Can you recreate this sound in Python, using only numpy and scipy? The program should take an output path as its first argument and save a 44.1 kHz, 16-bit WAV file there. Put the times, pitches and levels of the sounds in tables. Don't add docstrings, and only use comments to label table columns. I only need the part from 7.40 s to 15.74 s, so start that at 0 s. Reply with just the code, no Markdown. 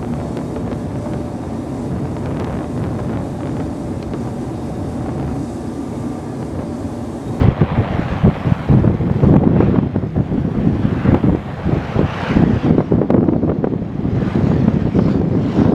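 import sys
import numpy as np
from scipy import signal
from scipy.fft import rfft, irfft, next_fast_len
from scipy.io import wavfile
from scipy.ndimage import uniform_filter1d, map_coordinates

SR = 44100
rng = np.random.default_rng(int(sys.argv[2]) if len(sys.argv) > 2 else 0)


def store_wav(level_fs):
    pcm = np.round(np.clip(np.atleast_2d(level_fs), -1, 1) * 32767)
    wavfile.write(sys.argv[1], SR, pcm.T.astype(np.int16))


N = 367794

# frequency_hz, density_db
POP_SPECTRUM = [(200, -14), (450, 9), (800, 0.5), (1200, -8.5), (2000, -19.5), (3000, -30), (4500, -51.5),
                (10000, -71.5)]


def amp(db):
    return 10 ** (np.asarray(db) / 20)


def unit(x):
    return x / np.sqrt(np.mean(x ** 2) + 1e-20)


def curves(rows):
    times_s, *columns = np.transpose(rows)
    return [np.interp(np.arange(N) / SR, times_s, column) for column in columns]


def filtered(x, response):
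    length = next_fast_len(N + SR // 2)
    spectrum = rfft(x, length) * response(np.fft.rfftfreq(length, 1 / SR))
    return irfft(spectrum, length)[:N]


def wobble(rate):
    return unit(filtered(rng.standard_normal(N), lambda hz: 1 / (1 + (2 * hz / rate) ** 6)))


def coloured(x, spectrum):
    points_hz, points_db = np.transpose(spectrum)

    def response(hz):
        return amp(np.interp(np.log(hz + 1), np.log(points_hz), points_db))

    return unit(filtered(x, response))


def patchy_noise(spectrum, patchy_db):
    cells = signal.stft(rng.standard_normal(N), nperseg=512)[2]
    patches = uniform_filter1d(rng.standard_normal(cells.shape), size=4, axis=0)
    patches = uniform_filter1d(patches, size=16, axis=1)
    noise = signal.istft(cells * amp(patchy_db * unit(patches)), nperseg=512)[1][:N]
    return coloured(noise, spectrum)


def bursts(rows, spectrum, decay):
    envelope = np.zeros(N + SR)
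    t = np.arange(SR // 20) / SR
    shape = t / decay * np.exp(1 - t / decay)
    for peak_s, db in rows:
        envelope[round((peak_s - decay) * SR):][:len(t)] += amp(db) * shape
    noise = coloured(rng.standard_normal(N), spectrum)
    local_rms = np.sqrt(np.abs(uniform_filter1d(noise ** 2, size=200)) + 0.072)
    return envelope[:N] * noise / local_rms / 2


def aircraft(pulse_db=-10, gas_db=-1, scatter_db=2, cylinder_db=0.5):
    # time_s, level_db
    loudness = [(0, -25), (1, -26), (1.5, -32.5), (2.2, -32), (2.7, -39), (3.3, -33.5), (4.6, -27),
                (5.2, -33.5), (5.8, -42.5), (6.5, -36.5), (7.2, -34), (8.34, -44)]
    # time_s, firings_per_s, throb_share (0-1)
    engine_speed = [(0, 96, .8), (.5, 97, .8), (1.5, 95, .7), (3.5, 94, .6), (5, 88, .3), (8.34, 80, .3)]
    # centre_hz, width_hz, level_db
    resonances = [(109, 198, 0.5), (297, 99, 3), (520, 154, 0.5), (787, 210, 2.5), (1117, 200, -2.5),
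                  (1860, 960, -11), (2950, 240, -22), (3090, 200, -21), (4270, 610, -32.5)]

    rate, throb = curves(engine_speed)
    firings = np.cumsum(rate * (1 + .003 * wobble(7.3))) / SR
    index = firings.astype(int)
    cylinders = rng.standard_normal(size=9)
    scatter = rng.standard_normal(N)[index]
    strength = amp(cylinder_db * cylinders[index % len(cylinders)] + scatter_db * scatter)
    pulses = throb * strength * np.diff(index, prepend=0)
    puff_shape = .5 + 1.2 * np.exp(-(firings % 1) / 0.46)
    puffs = (1 - throb + throb * strength * puff_shape) * rng.standard_normal(N)

    def far_stack(hz):
        response = 0
        for k, (centre, width, db) in enumerate(resonances):
            band = 1j * hz * width
            response = response + (-1) ** k * amp(db) * band / (centre * centre - hz * hz + band)
        return response / (1 + (hz / 4700) ** 8)

    exhaust = amp(pulse_db) * unit(filtered(pulses, far_stack))
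    exhaust = exhaust + amp(gas_db) * unit(filtered(puffs, far_stack))
    return amp(curves(loudness)[0] - 1.5 + 0.27 * wobble(3.9)) * exhaust


def swell_levels(calm_rush_db=-59.5, calm_hiss_db=-65, crest_shape=1.15):
    # crest_s, rise_s, fall_s, rush_db, hiss_db
    swells = [(.02, 0.2, 0.088, -30.5, -51), (0.301, 0.29, 0.21, -35.5, -68), (.7, 0.23, 0.15, -34, -52),
              (1.28, 0.78, 0.21, -38, -55), (1.87, 0.26, .1, -43.5, -56), (2.22, 0.082, 0.22, -37.5, -57.5),
              (3.52, 0.76, 0.3, -41, -57.5), (3.669, 0.18, 0.14, -32.5, -60.5),
              (4.52, 0.36, 0.12, -34.5, -51.5), (4.871, 0.19, 0.17, -26.5, -44.5),
              (5.199, 0.16, .25, -34.5, -51), (6.9, 0.19, 0.57, -36, -50.5),
              (7.699, 0.21, 0.08, -38.5, -49), (8.17, 0.17, 0.13, -34.5, -46.5)]
    t = np.linspace(0, N / SR, 1000)
    power = amp([[calm_rush_db], [calm_hiss_db]]) ** 2
    for crest, rise, fall, rush_db, hiss_db in swells:
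        distance = np.abs((t - crest) / np.where(t < crest, rise, fall))
        shape = np.exp(-distance ** crest_shape)
        power = power + (amp([[rush_db], [hiss_db]]) * shape) ** 2
    return curves(np.column_stack([t, *(10 * np.log10(power))]))


def swelling_rush(rush_db=4.0, hiss_db=2.5):
    # frequency_hz, density_db
    rush_spectrum = [(150, -20), (500, 8.5), (900, 4.5), (1600, 2), (2200, -3), (3000, -7), (3700, -15.5),
                     (5000, -28.5), (8000, -42), (16000, -57)]
    hiss_spectrum = [(1200, -28.5), (3000, 0.5), (4500, 0.5), (5600, -3.5), (7000, -10), (9000, -20.5),
                     (12000, -27.5), (16000, -35.5)]

    rush_level, hiss_level = swell_levels()
    flutter = wobble(25)
    rush = amp(rush_level + rush_db + 0.91 * flutter) * patchy_noise(rush_spectrum, patchy_db=2.5)
    flicker_db = 0.46 * flutter + 1.5 * wobble(200)
    hiss = amp(hiss_level + hiss_db + flicker_db) * patchy_noise(hiss_spectrum, patchy_db=2.5)
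    return rush + hiss


def grass():
    # frequency_hz, density_db
    sizzle_spectrum = [(3000, -26), (7000, 9), (10000, 3), (13000, 0), (16000, -14)]
    # time_s, level_db
    sizzle_level = [(0, -66), (1.25, -60.5), (1.5, -66.5), (1.9, -63.5), (2.15, -75.5), (3.4, -64.5),
                    (4.85, -65.5), (5.9, -82.5), (6.5, -75.5), (7, -67), (7.4, -75.5), (8.34, -82.5)]
    return amp(curves(sizzle_level)[0]) * patchy_noise(sizzle_spectrum, patchy_db=0.5)


def gust_level(attack_s=.02, release_s=0.018, sag_db_per_s=7, flutter_db=1.1, breeze_db=-26):
    # start_s, length_s, level_db
    gusts = [(0.005, 0.11, -12.5), (0.213, 0.017, -10.5), (0.312, 0.016, -13), (0.372, 0.04, -12),
             (0.499, 0.17, -19), (0.711, 0.049, -17.5), (0.836, .055, -9), (1.048, 0.046, -14.5),
             (1.285, 0.12, -10), (1.395, .16, -15.5), (1.594, 0.28, -16.5), (1.826, .16, -9.5),
             (1.999, 0.47, -12.5), (2.538, .14, -18.5), (2.751, 0.063, -14.5), (2.895, 0.22, -16.5),
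             (3.144, 0.23, -15.5), (3.392, 0.22, -17), (3.646, .12, -10), (3.831, 0.1, -12.5),
             (4.251, 0.14, -16.5), (4.553, 0.093, -14), (4.897, 0.027, -13), (4.956, 0.21, -12),
             (5.237, .18, -12.5), (5.511, 0.12, -13.5), (5.695, 0.23, -13), (5.909, .08, -18.5),
             (6.016, .11, -14.5), (6.158, .29, -19.5), (6.547, 0.15, -19.5), (6.708, .18, -15.5),
             (6.948, .54, -13), (7.542, 0.34, -14.5), (7.889, 0.29, -17), (8.174, 0.2, -11)]
    t = np.arange(N) / SR
    pressure = np.full(N, amp(breeze_db))
    for start, length, db in gusts:
        near = (t > start - attack_s) & (t < start + length + 10 * release_s)
        age = t[near] - start
        attack = np.clip(.5 + age / attack_s, 0, 1)
        release = np.exp(-np.maximum(age - length, 0) / release_s)
        gust = amp(db - sag_db_per_s * age) * attack * release
        pressure[near] = np.maximum(pressure[near], gust)
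    return 20 * np.log10(pressure) + flutter_db * wobble(24)


def buffeting(rumble_db=0.77, eddy_db=-9.5, steepening=0.18, splutter_db=-19, splutters_per_s=190):
    # frequency_hz, density_db
    rumble_spectrum = [(15, -29), (30, -25.5), (60, -9), (100, -1.5), (160, -0.5), (230, -3), (320, -10),
                       (450, -18), (800, -36.5), (2000, -81.5)]
    eddy_spectrum = [(100, -34), (220, -3.5), (350, 1.5), (550, -7), (800, -15), (1200, -23), (2000, -39.5),
                     (4000, -64.5), (10000, -70)]
    # time_s, pitch_ratio, upper_eddies_db (relative)
    eddy_size = [(0, .8, 1), (1.25, .8, -2), (2.2, 0.98, 1), (3.4, 1, -5.5), (4.2, 0.87, 2),
                 (4.62, 0.92, 1), (5.1, 1.024, -5), (5.7, 1.17, 3), (6.25, 1.25, -1), (6.55, 0.97, -3),
                 (7.4, 1.03, -3), (8.34, 1.185, 2)]

    gust_db = gust_level()
    pitch, upper_db = curves(eddy_size)
    lumps = wobble(60)
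    rumble = coloured(amp(3.3 * lumps) * rng.standard_normal(N), rumble_spectrum)
    rumble = map_coordinates(rumble, [np.cumsum(pitch)], mode="mirror")
    rumble /= np.sqrt(np.abs(uniform_filter1d(rumble ** 2, size=2000)) + 0.018)
    eddy_gain = amp(2.46 * lumps + 4.9 * wobble(270))
    eddies = coloured(eddy_gain * rng.standard_normal(N), eddy_spectrum)
    upper_db = upper_db + steepening * (gust_db - np.percentile(gust_db, 75))
    snaps = (rng.random(N) < splutters_per_s / SR) * rng.standard_normal(N) * amp(2 * lumps)
    splutter = amp(splutter_db + 0.95 * upper_db) * coloured(snaps, POP_SPECTRUM)
    return amp(gust_db) * (amp(rumble_db) * rumble + amp(eddy_db + upper_db) * eddies + splutter)


def thumps(level_db=-2, cycles=0.31, ragged=0.16, pop_db=-2.0):
    # centre_s, thump_level_db, pitch_hz, pop_level_db
    strong_eddies = [(0.087, 4, 127, -17), (0.217, 5, 144, -4.5), (0.595, -2.5, 245, -25),
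                     (0.852, 5, 165, -10.5), (1.123, 3.5, 146, -30), (1.374, 0.5, 148, -22),
                     (1.477, 2.5, 195, -9), (1.7, -12, 363, -10.5), (1.941, -5, 183, -6),
                     (1.965, 7, 200, -2.5), (2.038, -6.5, 323, -5.5), (2.076, 5, 238, -12),
                     (2.206, 3.5, 295, -3.5), (2.359, -5.5, 268, -5.5), (2.388, 5, 208, -6.5),
                     (2.562, -3, 237, -10.5), (2.778, -2, 187, -26), (2.982, -1.5, 179, -30),
                     (3.053, -9, 250, -18.5), (3.274, 0.5, 234, -21), (3.455, 0, 191, -19),
                     (3.746, 4, 250, -3.5), (3.95, -1, 320, -13.5), (4.294, -3.5, 248, -27),
                     (4.593, 1, 380, -13), (4.972, 6, 202.7, -13.5), (5.038, 3.5, 244, -22),
                     (5.265, -4, 237.5, -6.5), (5.31, 4, 168, -5.5), (5.383, 5.5, 347, -9),
                     (5.406, -13, 338, -4.5), (5.523, 2.5, 330, -22), (5.617, 1, 344, -8),
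                     (5.705, 6, 353.5, -1.5), (5.743, -13, 278, -3.5), (5.783, 1, 267, -16),
                     (5.888, -4, 303.2, -5.5), (5.964, 0.5, 209, -20), (6.096, -8, 419.5, -5),
                     (6.119, -5, 344, -15), (6.244, -2, 375, -4.5), (6.272, -2, 350, -17.5),
                     (6.338, -3.5, 307, -16.5), (7.117, -7.5, 240.4, -8), (7.282, 4, 185.7, -4),
                     (7.455, -0.5, 199.2, -27), (7.591, 2, 278, -3.5), (7.686, -1.5, 188, -17),
                     (7.816, -1, 330, -11.5), (8.251, -6.5, 280.7, -10.5)]
    out = np.zeros(N + SR)
    t = np.arange(-SR // 40, SR // 40) / SR
    tear = wobble(1200)
    turns = rng.random(len(strong_eddies))
    for (centre, db, hz, _), turn in zip(strong_eddies, turns):
        at = round(centre * SR)
        raggedness = ragged * np.take(tear, at + np.arange(len(t)), mode="wrap")
        swing = np.cos(2 * np.pi * (hz * t + turn) + raggedness)
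        out[at:at + len(t)] += amp(db + level_db) * swing / np.cosh(t * hz / cycles)
    pop_rows = [(centre, db) for centre, _, _, db in strong_eddies]
    pops = bursts(pop_rows, POP_SPECTRUM, decay=0.0024)
    return out[len(t) // 2:][:N] + amp(pop_db) * pops


def cracks():
    # peak_s, level_db
    crack_peaks = [(1.966, -21.5), (3.746, -20), (5.705, -18.5), (7.589, -24.5)]
    # frequency_hz, density_db
    crack_spectrum = [(500, -15.5), (1500, 10.5), (3500, 2), (6000, -8), (10000, -17), (16000, -21.5)]
    return bursts(crack_peaks, crack_spectrum, decay=0.00044)


def scene():
    return (aircraft() + swelling_rush() + grass() + buffeting() + thumps() + cracks())[None]


def limited(x, threshold_db=0, recovery_db_per_s=18, slope=.55):
    over_db = slope * np.maximum(20 * np.log10(np.abs(x) + 1e-9) - threshold_db, 0)
    ramp = recovery_db_per_s * np.arange(N) / SR
    cut_db = np.maximum.accumulate(over_db + ramp) - ramp
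    pole = np.exp(-1 / (0.0013 * SR))
    return x * amp(-signal.lfilter([1 - pole], [1, -pole], cut_db))


def record(dry):
    x = limited(dry[0])
    x = x / (1 + np.abs(x) ** 8) ** (1 / 8)
    fade = np.minimum(np.arange(N)[::-1] / (.003 * SR), 1)
    return filtered(x * fade, lambda hz: hz < 16000)[None]


dry = scene()
out = record(dry)
store_wav(out)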